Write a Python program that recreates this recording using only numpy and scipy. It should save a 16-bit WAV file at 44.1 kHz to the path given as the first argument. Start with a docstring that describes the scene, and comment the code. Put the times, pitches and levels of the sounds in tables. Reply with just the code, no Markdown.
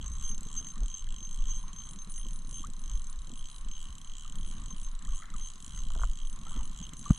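"""On lake ice an angler winds in line at a hole, with the microphone worn on the chest.
The ratchet's teeth excite damped metal modes, in surges set by each push on the handle.
Shaped noise makes the background hiss, wind, jacket rub, dull puffs and splashes; gliding sines make the plips.
The mount's taps and bump are forces played through its damped modes."""
import sys
import numpy as np
from scipy import signal
from scipy.fft import rfft, irfft
from scipy.io import wavfile
from scipy.ndimage import uniform_filter1d

SR = 44100
rng = np.random.default_rng(int(sys.argv[2]) if len(sys.argv) > 2 else 0)


def file_out(sig):
    """Save sig as 16-bit WAV at sys.argv[1]."""
    # one column per channel
    cols = np.atleast_2d(sig).T
    # limit, then scale
    lim = np.clip(cols, -1, 1)
    pcm = np.round(lim * 32767).astype(np.int16)
    wavfile.write(sys.argv[1], SR, pcm)


N = 316638
TIME = np.arange(N) / SR


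def undb(db):
    """Decibels to gain."""
    return 10 ** (np.asarray(db) / 20)


def unit(x):
    """Scale to a peak of 1."""
    return x / np.abs(x).max()


def curves(table):
    """Interpolate each table column over time, one value a sample."""
    time_s, *columns = np.transpose(table)
    return [np.interp(TIME, time_s, column) for column in columns]


def colour(x, points):
    """Filter by a spectrum, interpolated over log frequency."""
    hz, db = np.transpose(points)
    bins_hz = np.maximum(np.arange(N // 2 + 1) * SR / N, 1)
    gain = undb(np.interp(np.log(bins_hz), np.log(hz), db))
    return irfft(rfft(x) * gain, N)


def noise(points):
    """Coloured noise of rms 1."""
    x = colour(rng.standard_normal(N), points)
    return x / x.std()


def walk(rate_hz):
    """Random levels held 1 / rate_hz and slewed; spread near 1."""
    k = max(int(SR / rate_hz), 1)
    held = rng.standard_normal(N)[np.arange(N) // k]
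    return np.sqrt(3 / 2) * uniform_filter1d(held, k)


def smooth(x, k):
    """Two running means of k samples."""
    return np.abs(uniform_filter1d(uniform_filter1d(x, k), k))


def even(x, span_s):
    """Hold the rms near 1 over this span, keeping the quicker detail."""
    k = max(int(span_s * SR), 1)
    power = np.mean(np.atleast_2d(x) ** 2, axis=0)
    return x / np.sqrt(smooth(power, k) + 1e-4 * power.mean())


def bell(peak_s, length_s):
    """Bell-shaped gain; length is the full width at 1/e."""
    return np.exp(-(2 * (TIME - peak_s) / length_s) ** 2)


def swells(table, rest_db):
    """Gain of bells whose powers add over a resting level."""
    power = sum((undb(db) * bell(peak_s, length_s)) ** 2 for peak_s, length_s, db in table)
    return np.sqrt(power + undb(rest_db) ** 2)


def impulses(times_s, sizes):
    """One spike at each time."""
    x = np.zeros(N)
    at = np.clip((np.asarray(times_s) * SR).astype(int), 0, N - 1)
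    np.add.at(x, at, sizes)
    return x


def ring(modes, rise_s):
    """Stereo response of damped modes to one blow; the vibration takes a moment to spread."""
    t = TIME[:SR // 4]
    sides = np.array([[.5], [-.5]])
    y = 0
    for hz, t60_s, db, pan_db, lead_rad in modes:
        decay = undb(db + sides * pan_db - 60 * t / t60_s)
        y = y + decay * np.sin(2 * np.pi * hz * t + sides * lead_rad)
    return y * (1 - np.exp(-(t / rise_s) ** 2))


def strike(force, response):
    """Play a force through a stereo response."""
    return signal.oaconvolve(force[None], response, axes=1)[:, :N]


def panned_gain(level_db, pan_db):
    """Left and right gains, pan_db apart."""
    return undb(level_db + np.array([[pan_db], [-pan_db]]) / 2)


# background hiss, uneven at the top: (frequency [Hz], relative level [dB])
HISS_SPECTRUM = [(100, 12), (500, -9), (800, -6), (1300, -41), (1800, -7.5), (2400, -17), (3100, -2.5),
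                 (4000, -23), (5200, -10.5), (7500, -9), (9300, -11.5), (10500, -25.5), (11700, -24),
                 (13200, -27), (15000, -59)]
# hollow band near 1.1 kHz: (frequency [Hz], relative level [dB])
HOLLOW_SPECTRUM = [(200, -59), (700, -15), (900, -4.5), (1030, 7), (1130, 6.5), (1350, -0.5), (1700, -6),
                   (2400, -11), (4000, -6), (9000, -71)]
# background width: (frequency [Hz], side minus mid [dB])
BACKGROUND_WIDTH = [(200, -4.5), (600, 1), (1100, -8), (1700, 0), (2200, 6), (3200, -11.5), (7000, -0.5)]
# hollow band: (time [s], relative level [dB])
HOLLOW_LEVEL = [(0, -64), (.6, -63.5), (.96, -66.5), (1.68, -63.5), (2.28, -66), (2.64, -65.5), (3.72, -66),
                (4.78, -64), (5.64, -65.5), (5.9, -65), (6.1, -68), (6.5, -61.5), (6.92, -64.5),
                (7.18, -62)]


def background(hiss_db=-63, hollow_db=2, flicker_db=2, swish_db=1):
    """A thin, wide, nearly steady hiss, with a hollow band that swells and flickers."""
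    swell_db, = curves(HOLLOW_LEVEL)
    hiss_gain = undb(hiss_db + swish_db * walk(2.25))
    hollow_gain = undb(swell_db + hollow_db + flicker_db * walk(60))
    mid, side = (hiss_gain * noise(HISS_SPECTRUM) + hollow_gain * noise(HOLLOW_SPECTRUM) for _ in range(2))
    side = colour(side, BACKGROUND_WIDTH)
    return np.array([mid + side, mid - side])


# stirs of the water: (start [s], length [s], mean bubble level [dB], middle frequency [Hz])
SLOSH_EVENTS = [(0.587, 0.21, -64, 1210), (4.219, 0.41, -62.5, 1240), (5, 0.26, -77, 1390),
                (5.213, 0.098, -64, 1550), (5.707, 0.13, -66.5, 1390), (6.43, 0.19, -55, 1140),
                (6.897, 0.052, -76, 1260)]


def small_bubbles(count=34, spread=0.19, scatter_db=3, glide_oct_s=5, t60_s=0.021):
    """Each stir frees a group of short bubbles, scattered in pitch and level; rows as in PLIP_EVENTS."""
    rows = []
    for start_s, length_s, db, hz in SLOSH_EVENTS:
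        draws = zip(rng.random(count), rng.standard_normal((count, 3)))
        for when, (size, pitch, bend) in draws:
            bubble_hz = hz * np.exp(spread * pitch)
            glide = glide_oct_s * (1 + bend)
            rows.append((start_s + when * length_s, db + scatter_db * size, bubble_hz, glide, t60_s))
    return rows


# plips: (time [s], peak before pan [dB], start frequency [Hz], glide [octaves/s], t60 [s])
PLIP_EVENTS = [(0.737, -53, 1063, 4, 0.08), (0.757, -52, 1100, 13, 0.05), (1.638, -46, 980, 10, 0.015),
               (2.255, -53, 1100, -9, 0.03), (2.639, -37.5, 1092, 18.5, 0.051),
               (4.251, -48, 1196, 3, 0.036), (4.708, -47, 1070, 0, 0.037), (5.010, -57, 1420, 52, 0.044),
               (5.053, -55, 1620, 29, 0.044), (5.079, -47, 1084, 31, 0.045), (5.131, -50, 1060, 12, 0.05),
               (5.199, -49.5, 1175, 11, 0.036), (5.222, -43, 1294, 0, .035), (5.317, -57, 1860, 37, .04),
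               (5.337, -43.5, 1310, -12, 0.094), (5.402, -59, 1950, 20, 0.032),
               (6.463, -46.5, 1260, 6, 0.067), (6.645, -54, 1130, 10, 0.042),
               (7.059, -36, 1136, 3.5, 0.051)]


def water(level_db=0, swell_s=0.0024, pan_db=3.5):
    """Bubbles ring briefly in the hole, most of them rising in pitch as they surface."""
    out = np.zeros(N)
    t = TIME[:SR // 16]
    for time_s, db, hz, glide_oct_s, t60_s in list(PLIP_EVENTS) + small_bubbles():
        shape = (1 - np.exp(-(t / swell_s) ** 2)) * np.exp(-np.log(1000) * t / t60_s)
        phase = 2 * np.pi * np.cumsum(hz * 2 ** (glide_oct_s * t)) / SR
        plip = undb(db + level_db) * unit(shape) * np.sin(phase)
        start = int(time_s * SR)
        out[start:start + len(t)] += plip[:N - start]
    return out * panned_gain(0, pan_db)


# spray: (frequency [Hz], relative level [dB])
SPRAY_SPECTRUM = [(600, -25), (1100, -12.5), (1350, -0.5), (1650, -11), (2050, -1.5), (2500, -43),
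                  (4500, -39)]
# slaps on the rim: (peak time [s], length [s], level before pan [dB])
SPLASH_SWELLS = [(0.668, 0.01, -58), (0.774, .012, -59), (1.073, 0.013, -59.5), (2.186, 0.0093, -57),
                 (2.658, 0.013, -66), (5.045, 0.028, -69), (5.25, 0.2, -70), (5.226, .009, -50),
                 (5.243, 0.0081, -49.5), (5.252, 0.0088, -61), (5.292, 0.028, -62), (5.359, 0.0082, -56),
                 (5.777, 0.013, -57), (6.47, 0.036, -64), (6.57, 0.099, -64), (6.93, .014, -58)]


def splashes(level_db=0, grain_db=4, pan_db=3):
    """Water slaps the rim of the hole and breaks into a grainy spray."""
    spray = even(noise(SPRAY_SPECTRUM) * undb(grain_db * walk(400)), .01)
    return spray * swells(SPLASH_SWELLS, -110) * panned_gain(level_db, pan_db)


# slow air pressure: (frequency [Hz], relative level [dB])
HEAVE_SPECTRUM = [(4, -55), (12, 7.5), (20, 5), (30, -8), (42, -30.5), (70, -44), (400, -110)]
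# slow heaves: (peak time [s], length [s], level [dB])
HEAVE_SWELLS = [(0.31, 0.31, -29), (0.57, 0.074, -32), (0.82, 0.18, -32), (1.09, 0.15, -29.5),
                (1.47, 0.38, -27.5), (2.29, 0.59, -33), (2.94, 0.74, -32.5), (3.41, 0.11, -31.5),
                (3.74, 0.24, -31), (4.13, 0.1, -33), (4.42, 0.3, -29.5), (4.88, 0.31, -30.5),
                (5.13, 0.12, -27.5), (5.38, 0.21, -31), (5.93, 0.26, -27.5), (6.08, 0.11, -24.5),
                (6.27, 0.17, -28), (6.6, 0.27, -28.5)]
# flutter: (frequency [Hz], relative level [dB])
GUST_SPECTRUM = [(15, -39), (30, 8.5), (42, 1), (55, -4), (80, -13), (160, -25), (400, -88), (3000, -110)]
# puffs of air at the microphone: (peak time [s], length [s], relative level [dB])
GUST_SWELLS = [(0.1, 0.31, -36), (0.4, 0.77, -50), (0.83, 0.16, -42), (1.09, 0.25, -45), (1.5, 0.22, -48.5),
               (1.8, 0.3, -46), (2.24, 0.16, -37.5), (2.49, 0.11, -40.5), (2.64, 0.13, -44),
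               (2.95, 0.15, -36), (3.21, 0.097, -45), (3.65, 0.092, -40), (3.91, 0.042, -37.5),
               (4.33, 0.065, -41), (4.43, 0.098, -40), (4.65, 0.17, -36.5), (4.78, 0.39, -50),
               (5.1, 0.091, -36), (5.36, 0.034, -34.5), (5.86, 0.3, -35.5), (6.03, 0.13, -34.5),
               (6.2, 0.3, -59), (6.4, 0.24, -45), (6.58, 0.1, -35.5), (6.77, 0.38, -43.5),
               (7.07, 0.28, -45)]
# broken-up air: (frequency [Hz], relative level [dB])
TURBULENCE_SPECTRUM = [(100, 12), (330, 2.5), (700, -7), (1300, -28), (3000, -46), (8000, -90)]


def buffeting(heave_db=0, calm_db=-44, gust_db=-1, breeze_db=-57, turbulence_db=-31):
    """Large eddies heave alike on both sides, smaller ones flutter; turbulence follows their strength."""
    heave = even(noise(HEAVE_SPECTRUM), .06) * swells(HEAVE_SWELLS, calm_db) * undb(heave_db)
    gust = even(noise(GUST_SPECTRUM), .03) * swells(GUST_SWELLS, breeze_db) * undb(gust_db)
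    turbulence = noise(TURBULENCE_SPECTRUM) * np.abs(heave + gust) ** 1.52 * undb(turbulence_db)
    return heave + gust + turbulence


# strong eddies: (peak time [s], length [s], peak level [dB], flapping frequency [Hz])
EDDY_EVENTS = [(0.834, 0.051, -22, 35.8), (1.415, 0.068, -22, 21.8), (2.955, 0.041, -21, 35.7),
               (3.189, 0.043, -35, 40), (3.653, 0.13, -31, 30.8), (5.116, 0.064, -27.5, 35.6),
               (6.048, 0.11, -25.5, 44.3), (6.601, 0.034, -24.5, 37.3)]


def eddies(level_db=0):
    """Single strong eddies roll over the microphone as short bursts of low flapping."""
    out = np.zeros(N)
    for peak_s, length_s, db, hz in EDDY_EVENTS:
        phase = 2 * np.pi * rng.random()
        flap = np.sin(2 * np.pi * hz * (TIME - peak_s) + phase)
        out += undb(db + level_db) * bell(peak_s, length_s) * flap
    return out


# rubbing cloth: (frequency [Hz], relative level [dB])
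JACKET_SPECTRUM = [(40, -65), (75, 0), (110, -3), (155, 2), (225, -1.5), (300, -13), (430, -24.5),
                   (900, -32), (2500, -73)]
# strokes against the housing: (peak time [s], length [s], level [dB])
RUB_SWELLS = [(0.04, 0.2, -51.5), (0.38, 0.39, -51), (0.63, 0.15, -51), (0.79, 0.21, -53), (1.2, 0.3, -55),
              (1.55, 0.57, -55.5), (1.77, 0.075, -54.5), (1.94, 0.13, -51.5), (2.08, 0.03, -49.5),
              (2.31, 0.19, -57), (2.51, 0.64, -54), (2.66, 0.1, -50.5), (2.87, 0.7, -59.5),
              (3.33, 0.21, -54.5), (3.67, 0.16, -56.5), (3.92, 0.3, -57.5), (4.4, 0.21, -50),
              (4.55, 0.12, -51), (4.7, 0.34, -51.5), (5.06, 0.15, -55), (5.34, 0.19, -54),
              (5.8, 0.5, -55.5), (6.0, 0.61, -57.5), (6.39, 0.15, -54), (6.56, 0.34, -49),
              (6.82, 0.065, -48.5), (7.0, 0.52, -52)]


def jacket_rub(rub_db=0, touch_db=-64, catch_db=4.5):
    """The jacket strokes the microphone housing in small, irregular catches."""
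    rub = even(noise(JACKET_SPECTRUM) * undb(catch_db * walk(70)), 0.087)
    return rub * swells(RUB_SWELLS, touch_db) * undb(rub_db)


# dull puffs: (frequency [Hz], relative level [dB])
PUFF_SPECTRUM = [(50, -8), (120, -2.5), (230, 1.5), (330, -12), (500, -20.5), (800, -25.5), (2000, -58)]
# dull puffs: (peak time [s], length [s], level [dB])
PUFF_SWELLS = [(0.464, 0.013, -50), (0.51, .014, -51), (0.612, 0.012, -48), (0.825, 0.042, -47),
               (1.223, .012, -48), (2.266, 0.018, -47.5), (2.528, 0.0089, -49), (3.281, 0.015, -45.5),
               (3.303, 0.009, -48), (3.334, .014, -47), (4.568, .014, -58), (4.678, 0.014, -50),
               (4.714, .016, -53), (6.38, 0.0053, -47), (6.575, .025, -49), (6.805, 0.015, -63)]


def dull_puffs(level_db=0):
    """Short dull puffs, of cloth or of a gust: low-weighted noise in brief bells."""
    puff = even(noise(PUFF_SPECTRUM), .012)
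    return puff * swells(PUFF_SWELLS, -110) * undb(level_db)


def rattle(times_s, sizes, grit_db, grit_s):
    """Blows, each followed by a brief decaying scrape."""
    blows = impulses(times_s, sizes)
    decay = signal.lfilter([1], [1, -np.exp(-1 / (grit_s * SR))], blows)
    return blows + undb(grit_db) * decay * rng.standard_normal(N)


# taps: (time [s], click level [dB], body level [dB])
TAP_EVENTS = [(5.9045, -43.5, -56), (5.952, -42, -50), (5.959, -58, -40.5), (5.971, -56, -48),
              (5.9945, -37.5, -41.5), (6.0167, -36.5, -48), (6.0350, -25.5, -42), (6.042, -51, -54),
              (6.501, -65, -55), (6.548, -53, -61), (7.1035, -27.5, -33), (7.106, -45, -51)]
# mount's plastic: (frequency [Hz], t60 [s], relative level [dB], left minus right [dB], left lead [rad])
PLASTIC_MODES = [(584, 0.0085, 10, -4, 0.9), (800, 0.0056, -10, 4, 0.9), (1200, 0.0075, 26, 2.5, -0.47),
                 (1363, 0.016, 10, -6, -0.62), (1610, 0.0033, 21, -7, -0.45)]
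# mount's hollow body: (frequency [Hz], t60 [s], relative level [dB], left minus right [dB], left lead [rad])
HOLLOW_BODY_MODES = [(473, 0.021, -2, 2, .3), (610, 0.019, -1, 10, 0.58), (646, 0.02, -14, 2, .6)]


def mount_taps(tap_db=0, body_db=0, grit_db=-22, grit_s=0.0052, rise_s=0.001):
    """The plastic mount slips with light taps: clicks in the plastic, knocks in its hollow body."""
    times_s, click_db, knock_db = np.transpose(TAP_EVENTS)
    click_force = rattle(times_s, undb(click_db + tap_db), grit_db, grit_s)
    knock_force = rattle(times_s, undb(knock_db + body_db), grit_db, grit_s)
    clicks = strike(click_force, unit(ring(PLASTIC_MODES, rise_s)))
    knocks = strike(knock_force, unit(ring(HOLLOW_BODY_MODES, rise_s)))
    return clicks + knocks


# a lean, then a blow: (time [s], peak level [dB], contact [s])
BUMP_EVENTS = [(7.0974, -23, 0.012), (7.1049, -6.5, 0.0052)]
# housing on its strap: (frequency [Hz], t60 [s], relative level [dB], left minus right [dB], left lead [rad])
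STRAP_MODES = [(151, 0.013, 10, 1, 0), (51, 0.06, 1, 0, 0)]
# scuff: (frequency [Hz], relative level [dB])
SCUFF_SPECTRUM = [(300, 6), (520, -2), (660, 9), (850, 1), (1400, 2), (2500, 1), (3600, -6), (6000, -39)]


def mount_bump(bump_db=0.0, scuff_db=-50, scuff_s=0.008):
    """A soft push sets the housing swinging on its strap; the last contact leaves a decaying scuff."""
    out = np.zeros((2, N))
    for time_s, db, contact_s in BUMP_EVENTS:
        push = np.sin(np.pi * np.minimum(TIME[:SR // 4] / contact_s, 1)) ** 2
        motion = strike(push, ring(STRAP_MODES, 1 / SR))
        response = unit(np.gradient(motion, axis=1))
        out += strike(impulses([time_s], undb(db + bump_db)), response)
    since_s = TIME - BUMP_EVENTS[-1][0]
    scuff_gain = undb(scuff_db) * (since_s > 0) * np.exp(-np.abs(since_s) / scuff_s)
    return out + noise(SCUFF_SPECTRUM) * scuff_gain


# handle pushes: (peak time [s], nominal top rate [teeth/s], speeding up [s], slowing down [s],
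# relative pawl level [dB])
HANDLE_PUSHES = [(-0.002, 56.9, 0.021, 0.05, -49), (0.266, 76.0, 0.245, 0.039, -48),
                 (0.583, 89.0, 0.167, 0.063, -48), (0.692, 58.8, 0.027, 0.126, -50.5),
                 (0.962, 96.5, 0.08, 0.078, -49), (1.091, 51.5, 0.02, 0.176, -50.5),
                 (1.384, 48.2, 0.137, 0.02, -50.5), (1.591, 128.2, 0.156, 0.028, -55),
                 (1.82, 60.7, 0.074, 0.122, -50.5), (2.222, 58.2, 0.201, 0.131, -51.5),
                 (2.607, 81.9, 0.146, 0.049, -49.5), (2.903, 52.8, 0.183, 0.181, -49.5),
                 (3.514, 70.3, 0.28, 0.084, -53), (3.797, 84.9, 0.085, 0.128, -52.5),
                 (4.228, 79.4, 0.154, 0.078, -50), (4.496, 81.3, 0.098, 0.13, -53.5),
                 (4.828, 62.4, 0.158, 0.076, -51), (5.208, 101.7, 0.147, 0.034, -51),
                 (5.427, 84.1, 0.078, 0.131, -52), (5.721, 74.3, 0.101, 0.268, -49.5),
                 (6.032, 97.6, 0.079, 0.085, -52), (6.191, 64.2, 0.034, 0.095, -52),
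                 (6.543, 84.3, 0.137, 0.051, -52), (6.84, 81.6, 0.204, 0.038, -50.5),
                 (7.062, 79.8, 0.088, 0.252, -48)]
COAST_TEETH_S, PUSH_SHAPE = 13.502, 1.721  # shape: 1 pointed, 2 bell


def winding():
    """Teeth per second: each push speeds the reel up, then it sinks back towards coasting."""
    rate = COAST_TEETH_S
    for peak_s, top, rise_s, fall_s, *_ in HANDLE_PUSHES:
        away = np.abs(TIME - peak_s) / np.where(TIME < peak_s, rise_s, fall_s)
        rate = rate + (top - COAST_TEETH_S) * np.exp(-away ** PUSH_SHAPE)
    return rate


TICK_RISE_S, MODE_DRIFT_DB = .0004, 2.2
SHIFT_AT_S, SHIFT_S = 3.08, 0.54  # start and length of the colour shift


def jangle(force, modes, span_s=.014):
    """Modes take wandering shares of a force while loudness follows it; their balance shifts once."""
    shifted = np.clip((TIME - SHIFT_AT_S) / SHIFT_S, 0, 1)
    y = 0
    for *mode, shift_db in modes:
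        share = undb(shift_db * shifted + MODE_DRIFT_DB * walk(24))
        y = y + strike(force * share, ring([mode], TICK_RISE_S)[:, :SR // 50])
    effort = np.sqrt(smooth(force ** 2, int(span_s * SR)))
    return even(y, span_s) * effort * y.std() / force.std()


# little bass from a small reel, uneven treble: (frequency [Hz], gain [dB])
REEL_RADIATION = [(1200, -9), (2500, -9.5), (2900, -2), (3300, -0.5), (3560, -7.5), (3800, 0), (4300, -2),
                  (5200, -3), (6500, 3), (8200, 4), (8600, 3), (9300, 4.5), (10300, -14.5), (11600, 4.5),
                  (14000, -1)]


def buzz(force, modes, table, rest_db):
    """A part of the reel rings briefly at every tooth, swelling and fading."""
    ticks = even(colour(jangle(force, modes), REEL_RADIATION), .07)
    return ticks * swells(table, rest_db)


RING_RISE_S = .0025


def sing(times_s, modes, table, rest_db, level_db, waver_db):
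    """A metal part kept ringing by uneven blows from the teeth; it swells and wavers."""
    blows = impulses(times_s, undb(4 * rng.standard_normal(len(times_s))))
    tone = even(strike(blows, ring(modes, RING_RISE_S)), .035)
    return tone * swells(table, rest_db) * undb(level_db + waver_db * walk(22))


FIRST_TOOTH, TOOTH_SCATTER_DB = .05, 1.4  # part of a tooth passed at the start; blow scatter
WHEEL_TEETH, BITE_TOOTH, BITE_SWING_DB = 18, 4.2, 3.5  # the bite peaks twice a turn
# pawl, housing and frame: (frequency [Hz], t60 [s], relative level [dB], left minus right [dB],
# left lead [rad], change after the shift [dB])
PAWL_METAL = [(6273, 0.0094, -2.5, -4, 0.17, -4.5), (6976, 0.0035, -8.5, -1, -0.34, 16),
              (7410, 0.0055, 2.5, 2, -0.11, -4), (7720, 0.014, -8, -1, -0.13, -2),
              (8530, 0.0047, -5.5, -1.5, -0.1, -7), (11100, 0.0017, -11, 22, -0.8, -0.5)]
HOUSING_METAL = [(3004, 0.02, -17, 2, -1.28, 1), (3185, 0.013, -8.5, -3.5, 0.4, -3.5)]
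FRAME_METAL = [(3972, 0.0099, -4.5, -1, 1, -2.5), (4620, 0.017, -35, -14, 0.56, 7.5)]
# long metal modes, lower, upper and a second upper ring at 9607 Hz: first five columns as above
LOW_METAL = [(6309, .13, 0, 0, .1), (6332, .05, -10, 0, .1), (6400, .07, -16, 0, 0)]
HIGH_METAL = [(9425, .15, 0, .5, .2), (9607, .11, -17, .5, .2), (13754, .1, -33, 0, 0),
              (14400, .1, -35, 0, 0), (14580, .1, -35, 0, 0)]
SECOND_HIGH_METAL = [(9607, .13, 0, .5, .2)]
# swells of those parts: (peak time [s], length [s], relative level [dB])
HOUSING_LEVELS = [(0.01, 0.11, -56), (0.266, 0.19, -57), (0.59, 0.28, -58.5), (0.938, 0.21, -57.5),
                  (1.15, 0.22, -58), (1.32, 0.33, -63.5), (1.498, 0.24, -57.5), (1.82, 0.31, -61.0),
                  (2.234, 0.19, -59), (2.58, 0.14, -56.5), (2.926, 0.17, -60.5), (3.427, 0.32, -59.5),
                  (3.787, 0.3, -57.5), (4.008, 0.06, -63), (4.18, 0.38, -59), (4.454, 0.34, -60.0),
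                  (4.747, 0.26, -61.5), (5.14, 0.25, -61), (5.44, 0.2, -59), (5.75, 0.33, -60.0),
                  (5.985, 0.33, -58.5), (6.224, 0.18, -58.5), (6.556, 0.27, -58.0), (6.846, 0.2, -56.0),
                  (7.17, 0.28, -57)]
FRAME_LEVELS = [(.62, 1, -71), (2.02, 0.11, -66.5), (3.25, 0.21, -71), (3.53, 0.13, -63.5),
                (5.45, 0.22, -67), (5.85, 0.48, -67), (7.12, 0.26, -66)]
LOW_LEVELS = [(0.01, 0.4, -60.5), (0.13, 0.029, -51.5), (0.259, 0.03, -43), (0.295, 0.14, -52.5),
              (0.47, 0.11, -61.5), (0.585, 0.044, -41.5), (0.687, 0.11, -53.5), (0.848, 0.048, -56),
              (0.96, 0.094, -48), (1.232, 0.12, -53), (1.333, 0.037, -54), (1.415, 0.053, -57),
              (1.508, 0.045, -49.5), (1.545, 0.16, -56), (1.812, 0.19, -53.5), (2.01, 0.06, -55),
              (2.188, 0.17, -57), (2.378, 0.17, -68), (2.569, 0.073, -50.5), (2.94, 0.064, -55.5),
              (3.058, 0.077, -61), (3.434, 0.22, -65.5), (3.734, 0.079, -55.5), (4.073, 0.14, -64),
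              (4.473, 0.21, -63.5), (4.709, 0.053, -53.5), (4.859, 0.056, -60), (5.138, 0.1, -58.5),
              (5.435, 0.088, -54), (5.778, 0.11, -59), (6.0, 0.076, -61), (6.31, 0.49, -68.5),
              (6.59, 0.18, -63), (6.837, 0.024, -52.5), (7.07, 0.18, -57.5), (7.158, 0.067, -54)]
HIGH_LEVELS = [(0.23, 0.18, -66.5), (0.531, 0.15, -72), (0.71, 0.15, -68.5), (1.6, 0.29, -70),
               (1.91, 0.11, -61.5), (2.04, 0.071, -62), (2.11, 0.034, -52), (2.2, 0.061, -57),
               (2.34, 0.11, -58.5), (2.55, 0.22, -62.5), (2.83, 0.087, -60.5), (2.99, 0.08, -65),
               (3.1, 0.063, -68.0), (3.24, 0.074, -63.5), (3.39, 0.055, -62), (3.55, 0.1, -62.5),
               (3.84, 0.19, -76), (4.01, 0.05, -70), (4.23, 0.021, -63), (4.39, 0.075, -67),
               (4.53, 0.14, -66), (4.76, 0.4, -69.5), (5.18, 0.072, -64), (5.46, 0.42, -71.5),
               (5.65, 0.14, -64.5), (5.77, 0.051, -65), (5.95, 0.3, -70.5), (6.31, 0.15, -71),
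               (6.52, 0.053, -59), (6.76, 0.35, -71.5), (6.99, 0.043, -58), (7.2, 0.15, -57.5)]
SECOND_HIGH_LEVELS = [(.13, 0.088, -67), (2.2, 0.98, -88), (3.47, 0.13, -78), (4.56, 0.13, -69),
                      (5.17, 0.12, -67), (5.45, 0.05, -63), (6.0, .12, -81), (6.53, 0.071, -85),
                      (6.8, 0.14, -73), (7.06, 0.12, -69)]


def reel(pawl_db=6.0, housing_db=2.0, frame_db=2.5, bounce_s=0.00071, bounce_db=-8,
         scrape_db=-16.5, scrape_s=0.0031, scrape_lag_s=0.00068, slip_s=0.00025):
    """The pawl drops off each tooth, bounces and scrapes; housing and frame tick along and the metal rings on."""
    passed = FIRST_TOOTH + np.cumsum(winding()) / SR
    *_, push_db = curves(HANDLE_PUSHES)
    bite = np.cos(4 * np.pi * (passed - BITE_TOOTH) / WHEEL_TEETH)
    times_s = TIME[np.flatnonzero(np.diff(np.floor(passed)))]
    scatter, delay, rebound, slip = rng.standard_normal((4, len(times_s)))
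    times_s = times_s + slip_s * slip
    size = undb(TOOTH_SCATTER_DB * scatter)

    drops = impulses(times_s, size)
    bounces = impulses(times_s + bounce_s * np.exp(.3 * delay), size * undb(bounce_db + 2 * rebound))
    scrape_window = np.hanning(int(scrape_s * SR) + 3)
    contact = signal.oaconvolve(impulses(times_s + scrape_lag_s, size), scrape_window, "same")
    force = drops + bounces + undb(scrape_db) * contact * rng.standard_normal(N)

    pawl_gain = undb(pawl_db + push_db + BITE_SWING_DB * bite)
    pawl = colour(jangle(force * pawl_gain, PAWL_METAL), REEL_RADIATION)
    housing = buzz(force, HOUSING_METAL, HOUSING_LEVELS, rest_db=-73.5) * undb(housing_db)
    frame = buzz(force, FRAME_METAL, FRAME_LEVELS, rest_db=-68.5) * undb(frame_db)
    low = sing(times_s, LOW_METAL, LOW_LEVELS, rest_db=-74.5, level_db=6.0, waver_db=3.0)
    high = sing(times_s, HIGH_METAL, HIGH_LEVELS, rest_db=-79.5, level_db=3.5, waver_db=4.0)
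    second_high = sing(times_s, SECOND_HIGH_METAL, SECOND_HIGH_LEVELS, rest_db=-80, level_db=0, waver_db=3)
    return pawl + housing + frame + low + high + second_high


def scene():
    """Everything is close by and in the open, so there is no echo."""
    hole = water() + splashes()
    wind = buffeting() + eddies()
    mount = mount_taps() + mount_bump()
    return background() + hole + wind + jacket_rub() + dull_puffs() + mount + reel()


def record(dry, top_hz=15000):
    """The recorder cuts the top with a steep low-pass."""
    low_pass = signal.ellip(8, .2, 70, top_hz, fs=SR, output="sos")
    return signal.sosfilt(low_pass, dry)


dry = scene()
out = record(dry)
file_out(out)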